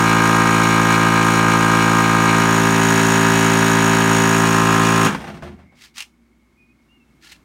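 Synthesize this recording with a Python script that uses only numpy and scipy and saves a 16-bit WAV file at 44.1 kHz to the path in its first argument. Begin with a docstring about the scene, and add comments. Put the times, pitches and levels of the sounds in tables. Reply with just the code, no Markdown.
"""In a basement, a small high-pressure piston compressor runs, heard from its gauge and then from beside its switch.
Waves that repeat with each shaft turn make its push of air, drone, knock and buzz; pulsed noise makes
clatter, hiss and ticking valves. Switched off, it shudders to rest with fading noise and ringing thumps.
A few scuffs and clicks (short noise) and thin squeaks (gliding tones) follow over the hum of the room."""
import sys
import numpy as np
from scipy import signal
from scipy.fft import rfft, irfft, next_fast_len
from scipy.io import wavfile
from scipy.ndimage import map_coordinates

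SR = 44100
rng = np.random.default_rng(int(sys.argv[2]) if len(sys.argv) > 2 else 0)


def waveform_to_disk(signal):
    """Save audio, clipped to [-1, 1], as 16-bit WAV at the path in sys.argv[1]."""
    frames = np.transpose(np.atleast_2d(signal))
    scaled = np.clip(frames, -1, 1) * 32767
    samples = np.round(scaled).astype(np.int16)
    wavfile.write(sys.argv[1], SR, samples)


N = 328104
TIME = np.arange(N) / SR  # seconds


def amp(db):
    """Turn decibels into gain."""
    return 10 ** (np.asarray(db) / 20)


def unit(x):
    """Scale x to an rms of 1."""
    return x / np.sqrt(np.mean(x ** 2) + 1e-20)


def along(points, hz):
    """Read a curve of (frequency, value) points on a log frequency axis."""
    f, v = np.transpose(points)
    return np.interp(np.log(hz + 1), np.log(f + 1), v)


def curves(rows):
    """Give one value per sample for each column after the time."""
    s, *cols = np.transpose(rows)
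    return [np.interp(TIME, s, c) for c in cols]


def wobble(rate):
    """Draw a smooth random curve with `rate` knots a second."""
    knots = rng.standard_normal(int(N * rate / SR) + 4)
    return map_coordinates(knots, [TIME * rate])


def filtered(x, response):
    """Multiply the spectrum of x by a response of frequency."""
    size = next_fast_len(N + SR // 2)
    return irfft(rfft(x, size) * response(np.fft.rfftfreq(size, 1 / SR)), size)[:N]


def noise(spectrum):
    """Make noise of rms 1 with the given colour."""
    return unit(filtered(rng.standard_normal(N), lambda hz: amp(along(spectrum, hz))))


def ring(x, modes):
    """Let x excite (centre Hz, width Hz, dB) resonances, and scale the result to rms 1."""
    def response(f):
        return sum(amp(db) * 1j * f * width / (centre ** 2 - f * f + 1j * f * width)
                   for centre, width, db in modes)
    return unit(filtered(x, response))


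def strikes(events, t60):
    """Envelope of sudden blows, each falling by 60 dB in t60 seconds."""
    return sum(amp(db - 60 * np.maximum(TIME - s, 0) / t60) * (TIME >= s) for s, db in events)


SHAFT_HZ = 55.5  # average turns a second under load
HUNT_HZ, HUNT_DEPTH_HZ = 9, .12  # how often and how far the speed swings
OFF_S, STOP_S = 5.062, 5.62  # power is cut; shaft stands still
VALVE_S = 3.2105  # a moment at which the first valve closes: the turn count is zero here


def shaft():
    """Turns made so far: the motor hunts slightly against the mains, then coasts to a stop."""
    speed = SHAFT_HZ + HUNT_DEPTH_HZ * np.sin(2 * np.pi * HUNT_HZ * TIME)
    slowing = np.clip((STOP_S - TIME) / (STOP_S - OFF_S), 0, 1)
    turns = np.cumsum(speed * slowing) / SR
    return turns - np.interp(VALVE_S, TIME, turns)


def each_turn(turns, at, decay, scatter_db, rise=.025):
    """Envelope struck once a turn, with rise and decay in shares of a turn and uneven strength."""
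    count, since = np.divmod(turns - at + rise, 1)
    count = (count - count.min()).astype(int)
    strength = amp(scatter_db * rng.standard_normal(count.max() + 1))[count]
    return strength * np.exp(-(since - rise) / decay) * (1 - np.exp(-(since / rise) ** 2))


def repeating(turns, k, levels_db, nearness, at, scatter, size=4096):
    """Repeat one wave per turn, adding shaft multiples k aligned near one angle and mixing the places."""
    k = np.round(k)[:, None]
    angle = np.arange(size + 1) / size
    phase = scatter * rng.uniform(-1.064, 1, k.shape)  # a wide scatter spreads the wave over the turn
    cycles = amp(levels_db) @ np.sin(2 * np.pi * k * (angle - at) + phase)
    return sum(share * np.interp(turns % 1, angle, cycle) for share, cycle in zip(nearness, cycles))


# low push of air: (multiple of shaft speed, level at gauge [dB], level at switch [dB], level by hose [dB])
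AIR_PUSH = [(1, -39, -42, -39.5), (2, -22, -22, -21.5), (3, -19, -18.5, -18.5), (4, -21.5, -20, -21.5),
            (5, -22.5, -20, -21.5), (6, -23.5, -36, -28.5), (7, -28.5, -20.5, -22.5)]


def air_push(turns, nearness):
    """Each stroke pushes air: the lowest multiples of the shaft speed, lined up near one angle."""
    multiples, *levels_db = np.transpose(AIR_PUSH)
    return repeating(turns, multiples, levels_db, nearness, at=.43, scatter=.65)


# resonances of the frame:
# (frequency [Hz], width [Hz], level at gauge [dB], level at switch [dB], level by hose [dB])
FRAME_MODES = [(510.6, 91, -29, -31.0, -30.5), (646, 60.0, -31.5, -28, -29.5),
               (801.7, 54.6, -24, -27.5, -25), (945, 120, -25, -24, -27.0), (1047, 92, -24, -30, -22.0),
               (1237, 76, -19, -25.5, -23.5), (1332.0, 110, -29.5, -33.5, -25.5),
               (1464, 130, -33, -30, -40.5), (1592, 60.0, -20.0, -26.5, -29.5),
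               (1691, 52, -31.5, -20.5, -23.5), (1900, 87, -31.5, -29.5, -31)]


def frame_levels(k):
    """Level in dB of shaft multiples k at each place: those near a frame resonance stand out."""
    modes = np.array(FRAME_MODES)
    detune = (k * SHAFT_HZ - modes[:, :1]) / (modes[:, 1:2] / 2)
    return 10 * np.log10(amp(modes[:, 2:].T) ** 2 @ (1 + detune ** 2) ** -2.)


def frame_drone(turns, nearness, multiples):
    """The frame drones at shaft multiples spread loosely over the turn."""
    return repeating(turns, multiples, frame_levels(multiples), nearness, at=0.4976, scatter=np.pi)


def piston_knock(turns, nearness, multiples):
    """The piston excites higher frame tones, with slightly uneven timing and strength."""
    loose = turns + 0.0013 * wobble(70)  # play in the bearings shifts each knock a little
    wave = repeating(loose, multiples, frame_levels(multiples), nearness, at=.23, scatter=1.91)
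    return wave * amp(1.2 * wobble(60))


# colour of the casing's buzz: (frequency [Hz], relative level [dB])
BUZZ_COLOUR = [(2000, -0.5), (2500, 3), (3100, -6.5), (3700, -10.5), (4600, -11.5), (6000, -20.5),
               (8000, -16)]


def casing_buzz(turns, nearness, multiples):
    """The casing buzzes at many high shaft multiples of random strength, unsteady in time and level."""
    spread_db = rng.uniform(-14, 9.7, (len(nearness), len(multiples)))
    levels_db = along(BUZZ_COLOUR, multiples * SHAFT_HZ) + spread_db
    unsteady = turns + 0.00048 * wobble(60)
    wave = unit(repeating(unsteady, multiples, levels_db, nearness, at=.5, scatter=np.pi))
    return amp(-28.5 + 2.0 * wobble(40)) * wave


def note(turns, nearness, count=16, order=37):
    """The periodic sound: push, drone, knock and buzz share out the multiples of the shaft speed."""
    low = np.arange(len(AIR_PUSH) + 1, count)
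    middle = np.arange(count, order)
    high = np.arange(order, 4 * order)
    return (air_push(turns, nearness) + frame_drone(turns, nearness, low)
            + piston_knock(turns, nearness, middle) + casing_buzz(turns, nearness, high))


# colour of the loose parts: (frequency [Hz], relative level [dB])
CLATTER_COLOUR = [(40, -20.5), (100, -9.5), (220, -4), (600, -7.5), (950, -3), (1600, 1.5), (2000, -7),
                  (2700, -6), (4500, -21.5), (9000, -25), (16000, -43.5)]


def clatter(turns, close):
    """The piston shakes loose parts: noise that swells once a turn."""
    shake = 0.99 + each_turn(turns, at=0.14, decay=0.53, scatter_db=1.3, rise=0.11)
    return amp(-23.0 + close) * unit(shake * noise(CLATTER_COLOUR))


# ringing of the valve plates: (frequency [Hz], width [Hz], relative level [dB])
VALVE_MODES = [(6675, 56, 5.5), (6725, 50, -5.5), (6830, 44, 2), (5700, 81, -12), (8850, 430, -23)]
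# valve blows within a turn: (share of a turn, relative level [dB])
VALVE_BLOWS = [(.0, -6.5), (.23, -6.5), (.5, -16)]


def valve_ring(turns, blows):
    """The plates snap shut at the same shaft angles every turn, and escaping air keeps them ringing."""
    snaps = sum(amp(db) * np.diff(np.floor(turns - at), prepend=np.floor(turns[0] - at))
                for at, db in VALVE_BLOWS)
    struck = ring(snaps * amp(1.0 * wobble(55)), VALVE_MODES)
    blown = ring(blows * rng.standard_normal(N), VALVE_MODES)
    return unit(struck + .45 * blown)


# colour of escaping air: (frequency [Hz], relative level [dB])
HISS_COLOUR = [(1500, -21.5), (3500, 4), (4800, -5.5), (5600, 5), (7500, -5), (9000, 2), (10300, -9.5),
               (12500, -6), (14000, -13.5), (16000, -14.5)]


def valve_sounds(turns, close):
    """Air hisses past the valves in bursts each turn, and the plates ring."""
    blows = sum(amp(db) * each_turn(turns, at=at, decay=0.1, scatter_db=3.0) for at, db in VALVE_BLOWS)
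    leak_db = .7 * wobble(16)  # the valves never seat quite alike
    hiss = amp(-31.5 + 3.3 * close + leak_db) * unit((.6 + blows) * noise(HISS_COLOUR))
    ringing_db = -36.0 + 6.4 * close + leak_db + 0.52 * wobble(6.7)
    return hiss + amp(ringing_db) * valve_ring(turns, blows)


# where the listener is: (time [s], place: 0 at the gauge, 1 at the switch, 2 low by the hose)
LISTENER_PLACE = [(0, 0.085), (2.15, 0.052), (2.9, 1), (4.15, 0.85), (4.6, 1.97)]


def compressor(turns):
    """The machine under load, blended between listening places; its sound collapses at power-off."""
    place = np.clip(curves(LISTENER_PLACE)[0], 0, 2)
    nearness = [np.maximum(1 - np.abs(place - i), 0) for i in range(3)]
    close = nearness[1] + .5 * nearness[2]  # clatter and valves grow near the cylinder
    since_off = np.maximum(TIME - OFF_S, 0)
    steady = note(turns, nearness) + valve_sounds(turns, close)
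    return steady * amp(-280 * since_off) + clatter(turns, close) * amp(-200 * since_off)  # dB/s


# colour of the room's rumble: (frequency [Hz], relative level [dB])
ROOM_COLOUR = [(20, -35.5), (50, -10.5), (90, -13.5), (160, -9), (240, -9.5), (340, -10.5), (430, -22),
               (800, -24.5), (1100, -22.5), (2000, -29), (4000, -34.5), (8000, -39), (16000, -45.5)]
ROOM_DB, ROOM_RISE_S, ROOM_RISE_DB_PER_S = -62.5, 6.5, 6  # the rumble swells from that time on


def background():
    """Room rumble and boom from noise, a mains hum tone, and a whine strongest near the machine's stop."""
    hum = amp(-62.0 + 1.5 * wobble(4)) * np.sin(2 * np.pi * 59.5 * TIME)
    whine_db = -72 + 10 * np.exp(-((TIME - 5.71) / 0.17) ** 2)
    whine_noise = noise([(1200, -35.5), (2150, -0.5), (3500, -28)])
    whine = amp(whine_db) * ring(whine_noise, [(2180, 100, 0)])
    boom_noise = noise([(100, -12.5), (280, 0.0), (600, -23.5)])
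    boom = amp(-63.5) * ring(boom_noise, [(235.0, 20, -0.5), (348, 25, -6)])
    room_db = ROOM_DB + ROOM_RISE_DB_PER_S * np.maximum(TIME - ROOM_RISE_S, 0)
    return amp(room_db + wobble(11)) * noise(ROOM_COLOUR) + hum + whine + boom


# the last piston knocks: (time [s], relative level [dB])
LAST_KNOCKS = [(5.125, -16.5), (5.203, -22), (5.2408, -23.5), (5.277, -22.5), (5.3424, -27.5),
               (5.4232, -23.5), (5.46, -34), (5.518, -40), (5.59, -42.5), (5.72, -48.5)]


def aftermath(rise, t60):
    """Motion that builds up after each knock and dies away (seconds); the knocks add in power."""
    s, db = np.transpose(LAST_KNOCKS)[:, :, None]
    since = np.maximum(TIME - s, 0)
    return np.linalg.norm(amp(db - 60 * since / t60) * (1 - np.exp(-since / rise)), axis=0)


SWITCH_S, SWITCH_DB = 5.0484, -23  # the snap of the switch
SIGH_DB, SIGH_DB_PER_S = -44, 110.5  # fading air after the power is cut
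PUFF_DB, PUFF_RISE_S, PUFF_T60 = -29.5, 0.0068, .27  # air let out by each last stroke


def switch_and_air():
    """The switch snaps, air still sighs past the valves, and each last stroke lets out a puff."""
    snap = strikes([(SWITCH_S, SWITCH_DB)], t60=.06)
    sigh = amp(SIGH_DB - SIGH_DB_PER_S * np.abs(TIME - OFF_S)) * (TIME > OFF_S)
    puffs = amp(PUFF_DB) * aftermath(PUFF_RISE_S, PUFF_T60)
    return (snap + sigh + puffs) * noise(HISS_COLOUR)


# colour of the rocking machine: (frequency [Hz], relative level [dB])
SHUDDER_COLOUR = [(25, -37), (55, -14), (80, -9), (130, -6.5), (200, 1.5), (260, -4), (300, -12),
                  (370, -9.5), (500, -27), (1000, -69)]
SHUDDER_DB, SHUDDER_RISE_S, SHUDDER_T60 = -10.5, .024, 0.49


def shudder(jolt):
    """The jolt and each last knock leave the machine rocking on its feet: low noise that dies away."""
    rocking = amp(SHUDDER_DB) * aftermath(SHUDDER_RISE_S, SHUDDER_T60)
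    return (rocking + amp(-3) * jolt) * noise(SHUDDER_COLOUR)


# colour of the rattling parts: (frequency [Hz], relative level [dB])
RATTLE_COLOUR = [(250, -22.5), (420, -2.5), (600, 2), (760, -1.5), (1000, -3), (1600, -5), (2750, -10.5),
                 (6000, -24.5), (12500, -40.5), (16000, -49)]
RATTLE_DB, RATTLE_RISE_S, RATTLE_T60 = -14, 0.0068, .32


def rattle(turns):
    """Loose parts rattle after each knock, pulsing with the slowing strokes."""
    strokes = 0.94 + each_turn(turns, at=0.17, decay=.3, scatter_db=5.0)
    loose = amp(RATTLE_DB) * aftermath(RATTLE_RISE_S, RATTLE_T60) * strokes
    direct = amp(-14) * strikes(LAST_KNOCKS, t60=0.048)
    return (loose + direct) * noise(RATTLE_COLOUR)


# the cabinet under the machine: (average frequency [Hz], average relative level [dB], 60 dB decay [s])
CABINET_MODES = [(82.6, -8, 0.5), (145, 0.5, 0.21), (208, -6.5, 0.37), (367, -8.5, .25), (741, 2, 0.076),
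                 (1460, -15.5, 0.18)]
HEFT_DB, HEFT_DB_PER_S = -18.5, 31  # thump gain at switch-off; slower strokes shake the cabinet harder


def thumps(detune=0.048):
    """Each knock rings the cabinet as dying tones of slightly different strengths and pitches."""
    out, t = np.zeros(N), np.arange(SR) / SR
    for s, db in LAST_KNOCKS:
        modes = [amp(level + rng.normal(0, 1.1) - 60 * t / t60)
                 * np.sin(2 * np.pi * hz * rng.normal(1, detune) * t)
                 for hz, level, t60 in CABINET_MODES]
        out[round(s * SR):][:len(t)] += amp(db) * sum(modes) * (1 - np.exp(-t / 0.003))
    heft = amp(HEFT_DB + HEFT_DB_PER_S * (np.clip(TIME, OFF_S, 5.45) - OFF_S))
    return heft * out


def coasting(turns):
    """The switch snaps; the machine rocks and rattles while the last strokes slow down."""
    jolt = strikes([(OFF_S, -17.5)], t60=0.26)  # the load drops off and everything loose shakes
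    return switch_and_air() + jolt * noise(CLATTER_COLOUR) + rattle(turns) + shudder(jolt) + thumps()


# scuffs: (start [s], swell [s], hold [s], relative level [dB])
SCUFF_EVENTS = [(5.741, 0.094, 0.02, -43), (5.938, .042, .017, -33.5), (7.202, 0.051, .076, -41.5)]
# colour of the rubbing: (frequency [Hz], relative level [dB])
RUBBING_COLOUR = [(350, -52), (600, -18), (1410, -3), (1530, -7.5), (1660, -1), (2570, 1), (4160, -2),
                  (4840, -1.5), (16000, -22.5)]
# resonances of the rubbed surface: (frequency [Hz], width [Hz], relative level [dB])
SURFACE_MODES = [(1427, 68, -1.5), (1730, 110, 1), (3268, 60, -6.5), (4120, 150, 1)]
SCUFF_T60 = .14  # seconds for a scuff to fall by 60 dB


def scuffs():
    """Rubbing makes soft noise with a fast, grainy flicker."""
    rub = sum(amp(db - 60 * np.maximum(TIME - s - swell - hold, 0) / SCUFF_T60)
              * np.clip((TIME - s) / swell, 0, 1) ** 1.4
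              for s, swell, hold, db in SCUFF_EVENTS)
    grains = rub * amp(2.4 * wobble(260))
    rubbed = np.clip(TIME - 6.2, 0, 1)  # the last scuff rings what it touches
    plain = amp(-3.5 - 3.5 * rubbed) * noise(RUBBING_COLOUR)
    ringing = amp(-12.5) * rubbed * ring(rng.standard_normal(N), SURFACE_MODES)
    return grains * (plain + ringing)


# light clicks: (time [s], relative level [dB])
CLICK_EVENTS = [(5.9808, -18.5), (6.0048, -17.5), (6.0234, -25.5), (7.2245, -42.5), (7.2434, -44),
                (7.3208, -27.5)]
# colour of the clicks: (frequency [Hz], relative level [dB])
CLICK_NOISE = [(300, -51), (600, -30.5), (850, -12), (1500, -12), (2300, 1), (3000, 2), (3900, -5.5),
               (6500, -6.5), (11300, -17.5), (16000, -24)]


def clicks():
    """Dry clicks: bursts of noise with a quick decay and a slower, softer one."""
    snap = amp(-11.5) * strikes(CLICK_EVENTS, t60=0.02) + amp(-15.0) * strikes(CLICK_EVENTS, t60=0.079)
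    return snap * noise(CLICK_NOISE)


# squeaks: (start [s], length [s], first pitch [Hz], middle pitch [Hz], last pitch [Hz], level [dB])
SQUEAK_EVENTS = [(6.572, 0.1, 2470, 2490, 2470, -54.5), (6.684, 0.049, 2470, 2500, 2500, -57),
                 (6.885, .1, 2740, 2855, 2780, -59), (6.997, .046, 2730, 2650, 2660, -58),
                 (7.05, .08, 2650, 2670, 2660, -71), (7.335, .03, 2720, 2695, 2680, -54)]


def squeaks():
    """Thin whistles: single tones that glide through three pitches with a slight flutter."""
    out = np.zeros(N)
    for s, length, first_hz, middle_hz, last_hz, db in SQUEAK_EVENTS:
        u = np.clip((TIME - s) / length, 0, 1)  # share of the squeak gone by
        glide = np.interp(u, [0, .5, 1], [first_hz, middle_hz, last_hz])
        hz = glide * (1 + 0.0084 * wobble(220))
        swell = np.sqrt(np.abs(np.sin(np.pi * u)))
        out += amp(db) * swell * np.sin(2 * np.pi * np.cumsum(hz) / SR)
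    return out


# echo of the bare walls: (frequency [Hz], 60 dB decay [s])
WALL_DECAY = [(150, 0.7), (2000, 0.13), (12000, 0.2)]


def basement(x):
    """The bare walls answer with a tail of noise whose bass lasts longest."""
    hz, t, z = signal.stft(rng.standard_normal(SR // 2), SR, nperseg=256)
    decay = amp(-60 * t / along(WALL_DECAY, hz)[:, None])
    tail = signal.istft(z * decay, SR, nperseg=256)[1]
    return signal.fftconvolve(x, tail / np.linalg.norm(tail))[:N]


def scene():
    """The compressor, its run-down and the small sounds after it, in one room."""
    turns = shaft()
    small = coasting(turns) + scuffs() + clicks() + squeaks()
    return (compressor(turns) + small + amp(-10.5) * basement(small) + background())[None]


TOP_HZ = 15850  # band limit


def record(dry, top=1.0, hardness=7):
    """Round off the highest peaks and keep nothing at or above the band limit."""
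    rounded = dry / (1 + np.abs(dry / top) ** hardness) ** (1 / hardness)
    return np.array([filtered(channel, lambda hz: hz < TOP_HZ) for channel in rounded])


dry = scene()
out = record(dry)
waveform_to_disk(out)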